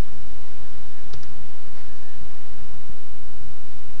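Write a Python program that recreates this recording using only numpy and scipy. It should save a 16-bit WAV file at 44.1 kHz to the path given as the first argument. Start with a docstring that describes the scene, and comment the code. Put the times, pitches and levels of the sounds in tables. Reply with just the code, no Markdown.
"""Laptop fan and one keystroke

In a quiet room a laptop fan hisses steadily over a low rumble; a faint whine comes and goes.
One key is pressed and let go, rattling in the plastic case. Later come a soft rustle and two dull
handling bumps on the close, hand-held microphone, which is narrow in band and has a constant offset."""
import sys
import numpy as np
from scipy import signal
from scipy.fft import rfft, irfft
from scipy.io import wavfile

SR = 44100
rng = np.random.default_rng(int(sys.argv[2]) if len(sys.argv) > 2 else 0)


def file_out(sig):
    """Save sig as 16-bit WAV at sys.argv[1]."""
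    # one column per channel
    cols = np.atleast_2d(sig).T
    # limit, then scale
    lim = np.clip(cols, -1, 1)
    pcm = np.round(lim * 32767).astype(np.int16)
    wavfile.write(sys.argv[1], SR, pcm)


N = 176400
TIME = np.arange(N) / SR


def from_db(db):
    """Decibels to gain."""
    return 10 ** (np.asarray(db) / 20)


def unit_rms(x):
    """Scale to an rms of 1."""
    return x / np.sqrt(np.mean(x ** 2) + 1e-20)


def noise(spectrum):
    """Unit noise coloured by (freq_hz, level_db) rows, falling away steeply beyond their ends."""
    hz, db = np.transpose(spectrum)
    f = np.maximum(np.fft.rfftfreq(N, 1 / SR), 1)
    skirts = 1 / np.sqrt((1 + (hz[0] / 2 / f) ** 6) * (1 + (f / 2 / hz[-1]) ** 6))
    gain = from_db(np.interp(np.log(f), np.log(hz), db)) * skirts
    return unit_rms(irfft(rfft(rng.standard_normal(N)) * gain, N))


def drift(rate_hz):
    """Random wander of unit rms, mostly slower than rate_hz."""
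    f = np.fft.rfftfreq(N, 1 / SR)
    return unit_rms(irfft(rfft(rng.standard_normal(N)) / (1 + (f / rate_hz) ** 2), N))


def impulses(start_s, level_db):
    """One impulse for each blow."""
    blows = np.zeros(N)
    blows[(np.asarray(start_s) * SR).astype(int)] = from_db(level_db)
    return blows


def ring(blows, hz, t60_s):
    """A damped mode: a unit impulse sets a sine of height 1 ringing."""
    radius = from_db(-60 / (t60_s * SR))
    angle = 2 * np.pi * hz / SR
    return signal.lfilter([0, np.sin(angle)], [1, -2 * radius * np.cos(angle), radius ** 2], blows + 1e-18)


def decay(blows, t60_s):
    """Envelope that jumps at each blow and dies away."""
    energy_kept = from_db(-120 / (t60_s * SR))
    return np.sqrt(signal.lfilter([1], [1, -energy_kept], blows ** 2 + 1e-18))


def swell(centre_s, length_s):
    """A smooth rise and fall."""
    return np.cos(np.pi * np.clip((TIME - centre_s) / length_s, -.5, .5)) ** 2


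# Low rumble of the room, all around the microphone: freq_hz, level_db
RUMBLE_SPECTRUM = [(15, -4), (30, -0.5), (50, -2), (80, -3), (120, -7), (180, -10.5), (260, -18),
                   (500, -37.5)]
# Its slow rise and fall: time_s, gain_db
RUMBLE_LEVEL = [(0, 0.3), (.9, -.5), (1.4, 1), (2, -1), (2.6, 0), (3.2, -0.9), (4, -0.6)]


def room_rumble():
    """Slightly lumpy low noise of the room."""
    level_db = -46.5 + np.interp(TIME, *np.transpose(RUMBLE_LEVEL))
    return from_db(level_db + 2 * drift(rate_hz=5)) * noise(RUMBLE_SPECTRUM)


# Fan air and background hiss, close to the laptop: freq_hz, level_db
HISS_SPECTRUM = [(200, -2.5), (330, 1), (500, -1.5), (850, -4), (1030, -2.5), (1300, -5.5), (1600, -6.5),
                 (1800, -6), (2100, -9), (2800, -10.5), (4200, -11.5), (6000, -14), (6600, -19.5),
                 (7200, -30)]
# The hiss holds nearly steady, with a slight dip late on: time_s, gain_db
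HISS_LEVEL = [(0, 0), (.9, 0.37), (1.6, 0), (2.2, 0.3), (2.65, 0.14), (3.2, -1.4), (3.6, -0.65), (4, 0)]


def fan_hiss():
    """Turbulent air from the fan makes a smooth hiss."""
    level_db = -50 + np.interp(TIME, *np.transpose(HISS_LEVEL))
    return from_db(level_db) * noise(HISS_SPECTRUM)


# Swells of a whine, faint at the microphone: centre_s, length_s, pitch_hz, level_db
WHINE_SWELLS = [(.99, 0.23, 1693, -60.5), (1.2, .2, 1697, -66), (1.91, .2, 1704, -60.5),
                (2.088, 0.27, 1765, -57)]


def whine():
    """A thin, wavering tone that surfaces from the hiss."""
    wobble_hz = 5 * drift(rate_hz=26.3)
    sound = np.zeros(N)
    for centre_s, length_s, pitch_hz, level_db in WHINE_SWELLS:
        tone = np.sqrt(2) * np.sin(2 * np.pi * np.cumsum(pitch_hz + wobble_hz) / SR)
        sound += from_db(level_db) * swell(centre_s, length_s) * tone
    return sound


# Soft rustle at the microphone: freq_hz, level_db
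RUSTLE_SPECTRUM = [(400, -5), (1000, 2.5), (2200, 0), (3000, -13), (4200, -2.5), (6300, -11), (7200, -26)]


def rustle():
    """A brief, soft brushing sound."""
    level_db = -51.5 + 1.4 * drift(rate_hz=60)
    return from_db(level_db) * swell(centre_s=1.785, length_s=.15) * noise(RUSTLE_SPECTRUM)


# Bumps right on the hand-held microphone: start_s, level_db, pitch_hz, t60_s
HANDLING_BUMPS = [(2.2307, -31.5, 115, 0.023), (2.8980, -29, 101, 0.033)]


def handling_bumps():
    """Handling gives low, quickly damped thuds, each with a small knock."""
    sound = np.zeros(N)
    for start_s, level_db, pitch_hz, t60_s in HANDLING_BUMPS:
        thud = ring(impulses(start_s, level_db), pitch_hz, t60_s)
        knock = ring(impulses(start_s, level_db - 4), hz=245, t60_s=.016)
        sound += thud + knock
    return sound


# One key near the microphone, its contacts going down and coming up: start_s, level_db, case_gain_db
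KEY_CONTACTS = [(1.1332, -4, -16), (1.1363, -6.5, -6), (1.1376, 1, -1), (1.1401, -5.5, 7.5),
                (1.2285, -16, -11), (1.2323, -1.5, -6), (1.2360, -11, 8)]
# Bright ring of the keycap and deck: pitch_hz, level_db, t60_s
KEYCAP_MODES = [(1390, -45.5, 0.037), (1710, -47, 0.049), (2060, -50, .025), (3220, -51.5, 0.019),
                (3716, -44.5, 0.022), (4400, -42, 0.0094), (4850, -41, 0.013), (5690, -47, 0.039),
                (6300, -49, 0.012)]
# Body of the plastic case under the key: pitch_hz, level_db, t60_s
CASE_MODES = [(336, -46.5, 0.065), (394, -39.5, 0.033)]
# Thud of the whole laptop as the key hits bottom: pitch_hz, level_db, t60_s
THUD_MODES = [(69, -38.5, .25), (127, -33.5, 0.14), (175, -40, .03)]
# Crack of each contact, heard close up: freq_hz, level_db
CRACK_SPECTRUM = [(400, -6), (1300, 0), (2200, 1.5), (2700, -22), (3500, -3), (4700, 6.5), (6000, -4),
                  (7200, -23)]


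def keystroke(bottom_out_s=1.1404, scatter_db=1.7):
    """Each contact cracks and rings keycap and case; bottoming out thuds; the room adds a faint tail."""
    start_s, level_db, case_gain_db = np.transpose(KEY_CONTACTS)
    keycap, case, thud = np.zeros((3, N))
    for hz, mode_db, t60_s in KEYCAP_MODES:
        strike_db = level_db + mode_db + rng.normal(0, scatter_db, len(start_s))
        keycap += ring(impulses(start_s, strike_db), hz, t60_s)
    for hz, mode_db, t60_s in CASE_MODES:
        case += ring(impulses(start_s, level_db + case_gain_db + mode_db), hz, t60_s)
    for hz, mode_db, t60_s in THUD_MODES:
        thud += ring(impulses(bottom_out_s, mode_db), hz, t60_s)
    blows = impulses(start_s, level_db)
    crack = from_db(-32.5) * decay(blows, t60_s=.0082) * noise(CRACK_SPECTRUM)
    room_tail = from_db(-51) * decay(blows, t60_s=.22) * noise(HISS_SPECTRUM)
    return keycap + crack + room_tail - case - thud  # case and thud start in opposite polarity


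def scene():
    """Everything at one close microphone."""
    return (room_rumble() + fan_hiss() + whine() + rustle() + handling_bumps() + keystroke())[None]


def record(dry):
    """The microphone cuts the treble steeply and its signal rides on a constant offset."""
    cutoff_hz, offset = 7150, -.42
    lowpass = signal.ellip(10, .1, 70, cutoff_hz, fs=SR, output="sos")
    return signal.sosfilt(lowpass, dry) + offset


dry = scene()
out = record(dry)
file_out(out)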